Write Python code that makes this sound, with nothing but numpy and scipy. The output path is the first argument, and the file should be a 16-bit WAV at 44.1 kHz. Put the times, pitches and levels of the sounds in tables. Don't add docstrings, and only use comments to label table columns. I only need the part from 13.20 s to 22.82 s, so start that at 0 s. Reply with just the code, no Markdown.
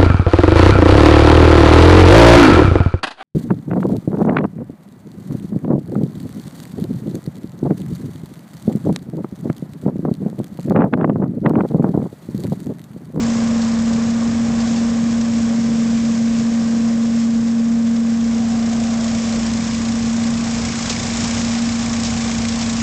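import sys
import numpy as np
from scipy import signal
from scipy.fft import rfft, irfft, next_fast_len
from scipy.io import wavfile
from scipy.ndimage import map_coordinates

SR = 44100
rng = np.random.default_rng(int(sys.argv[2]) if len(sys.argv) > 2 else 0)


def digitize_waveform(pressure):
    field = np.atleast_2d(pressure).T
    bounded = np.clip(field, -1, 1)
    quanta = np.round(bounded * 32767).astype(np.int16)
    wavfile.write(sys.argv[1], SR, quanta)


N = 424241
TIME = np.arange(N) / SR

# t/s, heading (0 = seen from behind the bag, 1 = side-on)
HEADING = [(0, 0.38), (1.3, 0.48), (2.4, .02), (4.7, 0.16), (5.6, 0.67), (6.4, 0.72), (7.2, .91),
           (9.62, 0.97)]
# t/s, distance/m
PATH = [(0, 6.1), (1.4, 5.9), (2.6, 9.6), (5, 10.6), (9.62, 9.8)]
# t/s, f/Hz
FAN_PITCH = [(0, 230.0), (0.55, 228.7), (1.15, 230.5), (1.9, 230.9), (2.3, 229.1), (3.4, 229.4),
             (4.6, 230.3), (5.7, 229.2), (6.0, 227.9), (6.7, 228.4), (7.1, 230.4), (8.5, 231.9),
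             (9.2, 229.4), (9.62, 229.7)]
# t/s, level/dB
FAN_LEVEL = [(0, -17), (3.2, -16), (4.6, -15), (6.5, -20), (7.05, -17.5), (7.75, -26.1), (8.4, -18.5),
             (8.8, -20.7), (9.62, -20)]
# multiple of the cycle rate, level behind/dB, level side-on/dB
VACUUM_TONES = [(1, -58.5, -49.5), (2, -46.5, -38), (3, -62.5, -53.5), (4, -44.5, -39), (5, -43, -42.5),
                (6, -52.5, -47), (7, -38.5, -44), (9, -39, -39), (10, -44.5, -47), (11, -55.5, -56),
                (13, -53.5, -52.5), (15, -52, -53), (16, -40.5, -47), (17, -53.5, -53), (24, -54, -53),
                (34, -62.5, -53)]
TRACTOR_TONES = [(1, -55.5, -59), (2, -51.5, -51), (4, -53.5, -44), (5, -40.5, -43), (6, -44, -48.5),
                 (8, -42, -49), (12, -55.5, -52.5), (15, -60.5, -53), (19, -56.5, -51.5), (21, -48, -53),
                 (28, -56.5, -50)]
MOWER_TONES = [(1, -43, -35), (2, -36, -37.5), (3, -44.5, -51), (4, -58, -59.5), (7, -57.5, -50.5),
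               (8, -60.5, -54)]
# f/Hz, relative level/dB
ROAR_COLOUR_BEHIND = [(250, -21), (340, -5.5), (400, -6), (470, .5), (590, 2.5), (690, -3), (790, -4),
                      (870, -9.5), (1000, -5), (1160, -4), (1350, -13), (1550, -7.5), (2400, -19),
                      (5000, -47.5)]
ROAR_COLOUR_SIDE = [(250, -22), (340, -6), (410, -2), (490, -2), (640, 0), (700, -3), (780, 2.5), (900, -4),
                    (1130, 0.5), (1350, -6.5), (1700, -6.5), (2400, -19), (5000, -40)]
HISS_COLOUR = [(600, -29.5), (1400, -2), (2150, 0.5), (2900, -1.5), (3500, -1), (4000, -2.5), (4550, -1.5),
               (4900, 0.5), (5500, 2), (6000, 0), (6800, 1), (7500, 0), (8100, -7), (8700, -24.5)]
# t/s, relative level/dB
HISS_PAST_BAG = [(0, -34.5), (.5, -38), (1.85, -38.5), (2.05, -38), (3.3, -38.5), (4.65, -42.5), (5.3, -38),
                 (6.1, -33), (7.1, -34.5), (7.37, -31), (8.15, -29), (8.5, -31.5), (9.62, -30.5)]
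# t/s, half-length/s, extra level/dB
LEAF_WADS = [(1.49, 0.11, 2), (4.006, 0.036, 3), (7.66, 0.04, 2)]
# f/Hz, width/Hz, relative level/dB
COVER_RINGS = [(1140, 71, -2.5), (2230, 400, 1.5), (3565, 230, 0.5), (3940, 210, 1), (4310, 150, 0),
               (4910, 200, 2.5), (5500, 400, 2.5), (6360, 780, 1), (7250, 770, 0)]
# f/Hz, relative level/dB
COVER_COLOUR = [(7500, -4.0), (8100, 0.5), (8700, -7.5)]
# t/s, level/dB, time to fade by 60 dB/s
TWIG_HITS = [(.416, -29.5, 0.12), (.732, -28, .05), (1.402, -30, .12), (1.47, -29.5, 0.11),
             (1.559, -31, 0.12), (2.009, -30, .07), (2.16, -29, .08), (2.975, -26, 0.031),
             (3.985, -37, 0.16), (4.761, -33, .06), (7.655, -27, .08), (7.694, -18.5, 0.14),
             (8.04, -25, 0.13), (8.845, -22.5, 0.21), (9.283, -21.5, 0.069), (9.41, -23, 0.098),
             (9.569, -27, .06)]
# f/Hz, relative level/dB
TWIG_COLOUR = [(300, -11.5), (700, 4), (1300, -8), (2300, -0.5), (4200, 4.5), (5400, 6.5), (7300, 2.5),
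               (8100, -7.5), (8700, -19)]
# t/s, f/Hz, level/dB
RUSH_GLIDE = [(4.7, 780, -63), (5.25, 750, -43.5), (5.6, 695, -36), (5.95, 626, -40), (6.3, 577, -48),
              (6.8, 558, -58)]
# t/s, relative level/dB
RUMBLE_SWELL = [(0, -34), (.8, -34.5), (1.2, -28.5), (2.1, -31.5), (3.4, -32.5), (4.6, -39.5), (6.3, -31),
                (7.8, -28), (9.62, -29.5)]
# f/Hz, relative level/dB
RUMBLE_COLOUR_BEHIND = [(15, -32.5), (35, -20), (60, -10), (90, -7), (130, -1.5), (175, -1), (250, 1.5),
                        (290, -3.5), (340, -10.5), (500, -38)]
RUMBLE_COLOUR_SIDE = [(15, -32.5), (35, -19), (60, -9), (90, -3), (130, -2), (175, -3.5), (250, -1.5),
                      (290, -7.5), (340, -16.5), (500, -36.5)]


def fan_hum(cycles, flutter_db):
    level_db = follow(FAN_LEVEL)[0] + flutter_db * wander(25)
    return np.sqrt(2) * gain_of(level_db) * np.sin(2 * np.pi * 8 * cycles)


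def machine_drone(tones, cycles, side, roughness, flutter_db):
    drone = np.zeros(N)
    for multiple, behind_db, side_db in tones:
        level_db = behind_db + side * (side_db - behind_db) + flutter_db * wander(7)
        drone += gain_of(level_db) * np.cos(2 * np.pi * (multiple * cycles + rng.random()))
    return np.sqrt(2) * drone * (1 + roughness * wander(30))


def air_roar(vacuum_cycles, tractor_cycles, side, rasp, throb):
    air = rng.standard_normal((2, N)) * (1 + throb * puff(vacuum_cycles - 0.3, rise=0.061))
    behind = evened(air[0]) + rasp * exhaust_rasp(vacuum_cycles, rise=0.084)
    beside = evened(air[1]) + rasp * exhaust_rasp(tractor_cycles, rise=0.15)
    roar = np.sqrt(1 - side) * gain_of(3.5) * coloured(behind, ROAR_COLOUR_BEHIND)
    roar += np.sqrt(side) * coloured(beside, ROAR_COLOUR_SIDE)
    return roar * gain_of(0.5 * wander(18))


def exhaust_rasp(cycles, rise, points=1024):
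    place = np.arange(points) / points
    overtones = rfft(rng.standard_normal(points) * (0.6 + puff(place, rise)))
    burst = irfft(overtones / abs(overtones))
    return evened(np.interp(cycles % 1, place, burst, period=1))


def leaf_hiss(snaps_per_s, spread_db, crackle, gust_db):
    sizes = gain_of(spread_db * np.minimum(rng.exponential(1, N), 4)) * rng.choice([-1, 1], N)
    snaps = sizes * (rng.random(N) < snaps_per_s / SR)
    energy = signal.lfilter([1], [1, -np.exp(-1 / (0.0015 * SR))], snaps ** 2)
    rustle = evened(np.sqrt(energy) * rng.standard_normal(N))
    hiss = coloured(rng.standard_normal(N) + crackle * rustle, HISS_COLOUR)
    return hiss * gain_of(gust_db * wander(22))


def wad_swell_db():
    return sum(db * np.exp(-((TIME - t) / half_length) ** 2) for t, half_length, db in LEAF_WADS)


def valve_clatter(cycles, rise, uneven_db, rattle_db, shift_db):
    since_tap = cycles - np.interp(7.899, TIME, cycles)
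    taps = rng.standard_normal(N) * puff(since_tap, rise)
    taps *= gain_of(uneven_db * wander(40) + rattle_db * wander(900))
    cover = np.zeros(N)
    for k, (hz, width_hz, db) in enumerate(COVER_RINGS):
        ring = signal.lfilter(*signal.iirpeak(hz, hz / width_hz, fs=SR), taps)
        cover += (-1) ** k * gain_of(db + shift_db * wander(30)) * ring
    return coloured(cover, COVER_COLOUR)


def twig_knocks():
    strength = sum(strike(t, db, fade_s, rise_s=0.0018) for t, db, fade_s in TWIG_HITS)
    rattle = rng.standard_normal(N) * gain_of(1.4 * wander(350))
    return strength * coloured(rattle, TWIG_COLOUR)


def grit_ping(start_s, hz, level_db, fade_s):
    return strike(start_s, level_db, fade_s, rise_s=0.004) * np.sin(2 * np.pi * hz * (TIME - start_s))


def hollow_rush(width_hz, lower_ratio, lower_db):
    hz, db = follow(RUSH_GLIDE)
    lowpass = signal.butter(2, width_hz / 2, fs=SR, output="sos")
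    slow_noise = signal.sosfilt(lowpass, rng.standard_normal((2, N)) + 1j * rng.standard_normal((2, N)))
    spin = 2j * np.pi * np.cumsum(hz) / SR
    upper = evened((slow_noise[0] * np.exp(spin)).real)
    lower = evened((slow_noise[1] * np.exp(spin * lower_ratio)).real)
    return gain_of(db) * (upper + gain_of(lower_db) * lower)


def engine_rumble(side):
    behind, beside = rng.standard_normal((2, N))
    rumble = np.sqrt(1 - side) * gain_of(1.4) * coloured(behind, RUMBLE_COLOUR_BEHIND)
    rumble += np.sqrt(side) * gain_of(-3) * coloured(beside, RUMBLE_COLOUR_SIDE)
    return gain_of(follow(RUMBLE_SWELL)[0]) * rumble


def reach(side, base_db, hiss_share, side_db, falloff):
    hiss_db, metres = follow(HISS_PAST_BAG)[0], follow(PATH)[0]
    level_db = base_db + hiss_share * (hiss_db - hiss_db.mean()) + side_db * side
    return gain_of(level_db) * (metres.mean() / metres) ** falloff


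def strike(start_s, level_db, fade_s, rise_s):
    age = np.clip(TIME - start_s, 0, 1)
    return gain_of(level_db - 60 * age / fade_s) * (1 - np.exp(-age / rise_s))


def puff(cycles, rise):
    age = cycles % 1 / rise
    return age * np.exp(1 - age)


def wander(per_s):
    points = rng.standard_normal(8192)
    coarse = map_coordinates(points, [TIME[::32] * per_s], order=3, mode="wrap")
    return evened(np.interp(TIME, TIME[::32], coarse))


def coloured(sound, colour):
    hz, db = np.transpose(colour)
    size = next_fast_len(N)
    all_hz = np.fft.rfftfreq(size, 1 / SR)
    gains = gain_of(np.interp(np.log(all_hz + 1), np.log(hz), db))
    return evened(irfft(rfft(sound, size) * gains, size)[:N])


def follow(table):
    times, *columns = np.transpose(table)
    return [np.interp(TIME, times, column) for column in columns]


def evened(x):
    return x / np.sqrt(np.mean(x ** 2) + 1e-20)


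def gain_of(db):
    return 10 ** (np.asarray(db) / 20)


def scene():
    side = np.clip(follow(HEADING)[0], 0, 1)
    shaft_hz = follow(FAN_PITCH)[0] / 4
    vacuum = np.cumsum(shaft_hz / 2 * (1 + 0.002 * wander(20))) / SR
    mower = np.cumsum(93.32 * (1 + 0.003495 * wander(3))) / SR
    tractor = mower / 3.469
    drone = machine_drone(VACUUM_TONES, vacuum, side, roughness=0.25, flutter_db=1.7)
    drone += machine_drone(TRACTOR_TONES, tractor, side, roughness=0.23, flutter_db=1.9)
    drone += machine_drone(MOWER_TONES, mower, side, roughness=0.27, flutter_db=0.55)
    roar = air_roar(vacuum, tractor, side, rasp=0.35, throb=0.45)
    mix = fan_hum(vacuum, flutter_db=0.34) + engine_rumble(side)
    mix += drone * reach(side, base_db=0.5, hiss_share=0.3, side_db=-1, falloff=0.51)
    mix += roar * reach(side, base_db=-38, hiss_share=0.42, side_db=2.5, falloff=0.6)
    hiss_db = follow(HISS_PAST_BAG)[0] + wad_swell_db() + 2 - 1.7 * side
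    mix += gain_of(hiss_db) * leaf_hiss(snaps_per_s=800, spread_db=3.5, crackle=0.63, gust_db=0.5)
    clatter = valve_clatter(vacuum, rise=0.099, uneven_db=0.6, rattle_db=0.3, shift_db=1.8)
    mix += clatter * reach(side, base_db=-45, hiss_share=0.81, side_db=6.5, falloff=0.089)
    mix += twig_knocks() + grit_ping(start_s=3.985, hz=5300, level_db=-38, fade_s=0.22)
    mix += hollow_rush(width_hz=85, lower_ratio=0.8, lower_db=-5.5)
    return mix[None]


def record(dry):
    lowpass = signal.firwin(301, 8750, window=("kaiser", 9), fs=SR)
    return signal.oaconvolve(dry, lowpass[None], "same")


dry = scene()
out = record(dry)
digitize_waveform(out)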